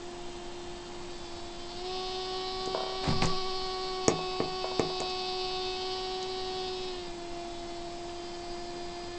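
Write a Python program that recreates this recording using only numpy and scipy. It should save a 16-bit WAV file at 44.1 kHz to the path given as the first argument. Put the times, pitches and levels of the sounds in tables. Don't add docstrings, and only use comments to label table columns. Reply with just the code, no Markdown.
import sys
import numpy as np
from scipy import signal
from scipy.fft import rfft, irfft, next_fast_len
from scipy.io import wavfile

SR = 44100
rng = np.random.default_rng(int(sys.argv[2]) if len(sys.argv) > 2 else 0)


def wav_out(sig):
    wavfile.write(sys.argv[1], SR, np.round(np.clip(np.atleast_2d(sig).T, -1, 1) * 32767).astype(np.int16))


N = 404838
TIME = np.arange(N) / SR


# (time [s], pitch [Hz])
CLOSER_PITCH = [(0.0, 350.6), (1.05, 351.7), (1.35, 345.7), (1.74, 349.4), (1.9, 370.7), (2.4, 372.7),
                (3.05, 378.2), (3.35, 374.4), (3.9, 373.2), (4.25, 369.7), (4.55, 371.9), (5.0, 369.6),
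                (5.7, 370.6), (5.88, 372.6), (6.55, 372.7), (6.88, 367.7), (7.1, 345.9), (7.8, 344.3),
                (8.1, 347.5), (9.18, 349.5)]

def closer(waver_hz=0.325):
    (pitch_hz,) = in_time(CLOSER_PITCH)
    state = door_state(pitch_hz)
    wobble = rumble()
    pitch_hz = pitch_hz + 130 * wobble
    phase = phase_of(pitch_hz + waver_hz * drift(12.9))
    return hum(phase, pitch_hz, state, wobble) + buzz(phase, pitch_hz, state)


# (time [s], opening [0-1])
DOOR_OPENING = [(0, .1), (1, 0.39), (2, 0.66), (3.1, 0.96), (4.4, 0.99), (5.5, 0.82), (7, 0.36), (8, 0.04),
                (9.18, 0.26)]

def door_state(pitch_hz, free_hz=349, strained_hz=370, turn_s=4.08, turn_length_s=1.34):
    strain = np.clip((pitch_hz - free_hz) / (strained_hz - free_hz), 0, 1)
    (opening,) = in_time(DOOR_OPENING)
    closing = np.clip((TIME - turn_s) / turn_length_s, 0, 1)
    return strain, opening, closing * strain, closing * (1 - strain)


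def level_db(rule, state):
    return rule[0] + sum(db * share for db, share in zip(rule[1:], state))


# (rest [dB], strain [dB], open [dB], closing strained [dB], closing freely [dB])
HUM_LEVELS = [(-46.5, 7, -0.24, 1.5, 3), (-55, 10.5, 3, 0.4, 8.5), (-75.5, 12.5, 15, 0, 2.5),
              (-73, 5.5, 7.5, 2, -0.5), (-73, 10.5, 2.9, 1.8, 5), (-75.5, 7, 12.5, 2, 8),
              (-77.5, 6, 10.5, 3, 7.5)]

def hum(phase, pitch_hz, state, wobble, null_opening=0.368, null_width=0.087):
    opening = state[1]
    null_db = -6 * np.exp(-((opening - null_opening) / null_width) ** 2)
    flare_db = 5.5 * rumble_envelope() + 90 * wobble
    extra_db = {2: null_db - 0.48 * flare_db, 3: flare_db}
    out = 0
    for k, rule in enumerate(HUM_LEVELS, 1):
        db = level_db(rule, state) + line_gain_db(k * pitch_hz) + extra_db.get(k, 0)
        flicker_db = 0.83 * np.sqrt(k) * drift(6.2)
        out += np.sqrt(2) * from_db(db + flicker_db) * np.sin(k * phase + k * (k - 1))
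    return out


# (time [s], level [dB], treble lift [dB])
BUZZ_LEVELS = [(0.0, -58, -14), (0.6, -53, -12), (1.0, -55.5, -2), (1.22, -52, 3), (1.7, -49, 0),
               (1.95, -41, 2), (2.9, -42, 0.6), (3.2, -38.5, 7), (3.6, -41, 2.5), (4.4, -44, 3),
               (5.1, -39.5, 5.5), (5.7, -39.5, 0.6), (6.4, -42, 1.5), (6.88, -42, 0), (7.15, -53, -3),
               (7.9, -51.5, 2.5), (8.5, -52, 7.5), (9.18, -53, -4)]

def buzz(phase, pitch_hz, state, idle_strain=0.29, wander_hz=2.993, flutter_db=1.02):
    strain = idle_strain + (1 - idle_strain) * state[0]
    buzz_db, lift_db = in_time(BUZZ_LEVELS)
    phase = phase + 0.02 * strain * drift(120)
    upper = upper_partials(phase, strain)
    shudder_hz = 82 + 1.36 * (pitch_hz - 347)
    shudder_phase = phase_of(shudder_hz + wander_hz * drift(24.8))
    side_gain = from_db(-8 + 12.5 * strain)
    rasp = (upper + side_gain * sidebands(phase, shudder_phase)) / np.sqrt(1 + side_gain ** 2)
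    rasp = boost_and_cut(bathroom(rasp, wet_db=-4.5, t60_s=0.15, treble_t60_s=0.17))
    rasp = from_db(buzz_db) * lift_treble(rasp, lift_db)
    squeal = squeals(phase, shudder_phase, pitch_hz, state)
    return from_db(flutter_db * drift(35)) * (rasp + squeal)


# (frequency [Hz], gain [dB])
FREE_SPECTRUM = [(2700, -7.5), (3150, 0), (3500, 1.5), (3850, -5), (4200, 2.5), (4550, 2), (4880, -7),
                 (5220, -2.5), (5600, -16), (6000, -19)]
STRAINED_SPECTRUM = [(2900, -2), (3350, -1), (3720, -11.5), (4100, -0.5), (4450, -2.5), (4830, -1.5),
                     (5200, -5), (5570, -9), (5950, -15.5), (6400, -21.5)]

def upper_partials(phase, strain):
    partials = fading_sines((k * phase for k in range(8, 18)), flicker_db=2)
    free = coloured(partials, FREE_SPECTRUM)
    strained = coloured(partials, STRAINED_SPECTRUM)
    return unit_rms((1 - strain) * free + strain * strained)


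# (frequency [Hz], gain [dB])
SIDEBAND_SPECTRUM = [(1400, -21), (2100, -25.5), (2400, -18), (2800, -11.5), (3100, -5.5), (3450, -10.5),
                     (3600, -4), (3950, -4.5), (4200, -6.5), (4360, -1.5), (4570, -11), (4720, -6.5),
                     (5000, -11), (5450, -10.5), (5850, -32.5)]

def sidebands(phase, shudder_phase):
    phases = (k * phase + side * shudder_phase for k in range(5, 17) for side in (-1, 1))
    return coloured(fading_sines(phases, flicker_db=1.5), SIDEBAND_SPECTRUM)


# (rest [dB], strain [dB], open [dB], closing strained [dB], closing freely [dB])
SIDE_SQUEAL_LEVELS = (-85.5, 4, 31.5, 10, 6.5)
TOP_SQUEAL_LEVELS = (-76, 12.5, 6.5, 0.5, 12)

def squeals(phase, shudder_phase, pitch_hz, state):
    side_db = level_db(SIDE_SQUEAL_LEVELS, state)
    top_db = level_db(TOP_SQUEAL_LEVELS, state) + line_gain_db(14 * pitch_hz)
    side = from_db(side_db) * fading_sines([12 * phase + shudder_phase], flicker_db=0)
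    top = from_db(top_db) * fading_sines([14 * phase], flicker_db=2)
    return np.sqrt(2) * (side + top)


# (centre [Hz], half width [Hz], gain [dB])
BOOSTS_AND_CUTS = [(1122, 14, 4), (1465, 14, -12), (1748, 10, 6), (1850, 9, -9), (2218, 12, -6),
                   (2440, 25, 4), (2587, 17, 11), (3132, 16, 5), (3165, 14, -6), (3325, 25, 6),
                   (3515, 14, 6), (3587, 12, 5), (3615, 14, -6), (3816, 20, 5), (3982, 20, 5),
                   (4072, 18, -4), (4332, 14, -5), (4362, 16, 3), (4560, 22, 4), (4720, 20, 4),
                   (4890, 26, 10), (5145, 26, 8)]

def line_gain_db(hz):
    grid_hz = np.arange(SR / 4)
    bells_db = (db * np.exp(-((grid_hz - centre) / width) ** 2) for centre, width, db in BOOSTS_AND_CUTS)
    return np.interp(hz, grid_hz, sum(bells_db))


def boost_and_cut(x, depth=0.8):
    hz = np.arange(1, SR / 4)
    return coloured(x, np.c_[hz, depth * line_gain_db(hz)])


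# (time [s], level [dB], contact cutoff [Hz])
ARM_BLOWS = [(2.675, -28.5, 700), (3.219, -38, 6000), (4.0818, -11, 2400), (4.4029, -17.5, 1980),
             (4.7957, -14.5, 2000), (5.004, -27, 4000)]
# (frequency [Hz], gain [dB], t60 [s])
ARM_MODES = [(166.2, -14.5, 0.37), (282, -21, 0.062), (396, -3.5, 0.028), (435, -1.5, 0.031),
             (654, -8, 0.038), (784, -13.5, 0.035), (1070, -6, 0.0085), (1815, -13.5, 0.011),
             (2210, -7, 0.0071), (4000, -25, .01)]

def knocks(low_cut_hz=130):
    blows = sum(filtered(click(s, db), "low", hz) for s, db, hz in ARM_BLOWS)
    ringing = filtered(ring(blows, ARM_MODES), "high", low_cut_hz)
    return bathroom(ringing, wet_db=-3, t60_s=0.24, treble_t60_s=0.2)


# (start [s], level [dB], bounces [count])
BOUNCE_RUNS = [(2.7477, -15, 1), (2.776, -22.5, 7), (4.19, -26, 1), (4.643, -18.5, 1), (4.715, -27, 1),
               (4.9, -25, 1), (5.017, -22.5, 1)]
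# (frequency [Hz], gain [dB], t60 [s])
JOINT_MODES = [(488, -14.5, 0.08), (659, -2.5, 0.018), (985, -4, 0.011), (1380, -9.5, 0.014)]

def rattles(gap_s=0.0295, loss_db=1.3, contact_hz=1100):
    bounces = sum(click(s + k * gap_s, db - k * loss_db)
                  for s, db, count in BOUNCE_RUNS for k in range(count))
    blows = filtered(bounces, "band", [contact_hz / 2.67, contact_hz])
    return bathroom(ring(blows, JOINT_MODES), wet_db=-0.5, t60_s=0.099, treble_t60_s=0.24)


# (time [s], level [dB], band centre [Hz])
METAL_TICKS = [(2.659, -21.5, 6660), (3.22, -8, 4300), (3.222, -3.5, 2260), (3.237, -18, 6740),
               (3.257, -13, 6460), (4.0807, -2.5, 6160), (4.0816, -4.5, 6360), (4.795, -16, 6500),
               (5.003, -15.5, 6900), (5.099, -28, 6600), (6.2285, -20.5, 5900), (8.095, -24, 2780)]

def ticks(edge_ratio=1.168):
    snaps = sum(filtered(4 * click(s, db), "band", [hz / edge_ratio, hz * edge_ratio])
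                for s, db, hz in METAL_TICKS)
    return bathroom(snaps, wet_db=-8, t60_s=0.15, treble_t60_s=0.1)


# (time [s], level [dB])
LEAF_BUMPS = [(3.077, -29.5), (3.091, -26), (3.134, -35), (3.165, -37.5), (3.222, -30), (3.246, -38.5)]
# (frequency [Hz], gain [dB], t60 [s])
LEAF_MODES = [(55, -26, 0.23), (93.7, -8.5, 0.47), (137, -4.5, 0.26), (170.4, 4, 0.31), (227, -5, 0.22)]

def bumps():
    return ring(sum(click(s, db) for s, db in LEAF_BUMPS), LEAF_MODES)


# (peak time [s], level [dB], hold [s], fall [dB/s])
LEAF_RUBS = [(3.038, -32, 0.055, 174), (3.221, -28.5, 0.01, 192)]
# (frequency [Hz], density [dB])
RUB_SPECTRUM = [(100, 3.5), (400, -4), (800, -1.5), (1500, -12.5), (2500, -14), (4500, -22.5),
                (8000, -26.5)]

def rubs(grain_db=2.5):
    grain = from_db(grain_db * drift(120))
    pressure = sum(swell(*row, rise_db_per_s=1800) for row in LEAF_RUBS)
    return pressure * grain * coloured(rng.standard_normal(N), RUB_SPECTRUM)


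RUMBLE_PEAK_S = 3.135

def rumble(rate_hz=11.7, floor_db=-47.5, peak_db=-29.5):
    size = np.maximum(from_db(floor_db), from_db(peak_db) * rumble_envelope())
    return np.sqrt(2) * size * np.cos(2 * np.pi * rate_hz * (TIME - RUMBLE_PEAK_S))


def rumble_envelope():
    return swell(RUMBLE_PEAK_S, db=0, hold_s=0.17, fall_db_per_s=35, rise_db_per_s=200)


# (frequency [Hz], density [dB])
AIR_SPECTRUM = [(20, 12.5), (35, 8.5), (52, -8.5), (82, 5), (115, -6), (170, 1), (250, 1), (400, -4),
                (560, -5), (850, -0.5), (1400, -11.5), (2500, -12.5), (5000, -15), (7500, -16.5),
                (8500, -26.5)]
# (frequency [Hz], level [dB])
WHISTLE_TONES = [(7860, -72), (7887, -73), (8113, -75), (8140, -76)]

def room_tone(air_db=-44.5):
    whistles = sum(from_db(db) * np.sin(2 * np.pi * hz * TIME) for hz, db in WHISTLE_TONES)
    return from_db(air_db) * coloured(rng.standard_normal(N), AIR_SPECTRUM) + np.sqrt(2) * whistles


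def bathroom(x, wet_db, t60_s, treble_t60_s, split_hz=1500):
    t = np.arange(SR // 2) / SR
    noise = rng.standard_normal(len(t))
    low = filtered(noise, "low", split_hz)
    tail = low * from_db(-60 * t / t60_s) + (noise - low) * from_db(-60 * t / treble_t60_s)
    tail *= t > 0.003
    return x + from_db(wet_db) * signal.fftconvolve(x, tail / np.sqrt(np.sum(tail ** 2)))[:N]


def fading_sines(phases, flicker_db):
    return sum(from_db(flicker_db * drift(4.4)) * np.cos(p + rng.uniform(0, 2 * np.pi)) for p in phases)


def lift_treble(x, lift_db, split_hz=4130):
    treble = signal.sosfiltfilt(signal.butter(6, split_hz, "high", fs=SR, output="sos"), x)
    gain = from_db(lift_db)
    return (gain * treble + x - treble) / np.sqrt((1 + gain ** 2) / 2)


def ring(blows, modes):
    out = 0
    for hz, db, t60_s in modes:
        radius = np.exp(-np.log(1000) / (t60_s * SR))
        angle = 2 * np.pi * hz / SR
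        feedback = [1, -2 * radius * np.cos(angle), radius ** 2]
        out += from_db(db) * signal.lfilter([0, np.sin(angle)], feedback, blows + 1e-18)
    return out


def click(s, db):
    return from_db(db) * (np.arange(N) == round(s * SR))


def swell(peak_s, db, hold_s, fall_db_per_s, rise_db_per_s):
    before_s = np.maximum(peak_s - TIME, 0)
    after_s = np.maximum(TIME - peak_s - hold_s, 0)
    return from_db(db - rise_db_per_s * before_s - fall_db_per_s * after_s)


def drift(rate_hz, hop=40):
    pole = np.exp(-2 * np.pi * rate_hz * hop / SR)
    noise = rng.standard_normal(N // hop + 2002)
    slow = signal.lfilter([1], [1, -2 * pole, pole ** 2], noise)[2000:]
    return np.interp(np.arange(N) / hop, np.arange(len(slow)), unit_rms(slow))


def coloured(x, spectrum):
    hz, db = np.transpose(spectrum)
    size = next_fast_len(N)
    bins_hz = np.maximum(np.fft.rfftfreq(size, 1 / SR), 1)
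    gain = from_db(np.interp(np.log(bins_hz), np.log(hz), db))
    return unit_rms(irfft(rfft(x, size) * gain, size)[:N])


def filtered(x, kind, hz):
    return signal.sosfilt(signal.butter(2, hz, kind, fs=SR, output="sos"), x + 1e-18)


def in_time(rows):
    times_s, *columns = np.transpose(rows)
    return [np.interp(TIME, times_s, column) for column in columns]


def phase_of(hz):
    return 2 * np.pi * np.cumsum(hz) / SR


def unit_rms(x):
    return x / np.sqrt(np.mean(x ** 2) + 1e-20)


def from_db(db):
    return 10 ** (np.asarray(db) / 20)


def scene():
    return (closer() + knocks() + rattles() + ticks() + bumps() + rubs() + rumble() + room_tone())[None]


def record(dry):
    return signal.sosfilt(signal.cheby1(12, 0.1, 8300, fs=SR, output="sos"), dry)


dry = scene()
out = record(dry)
wav_out(out)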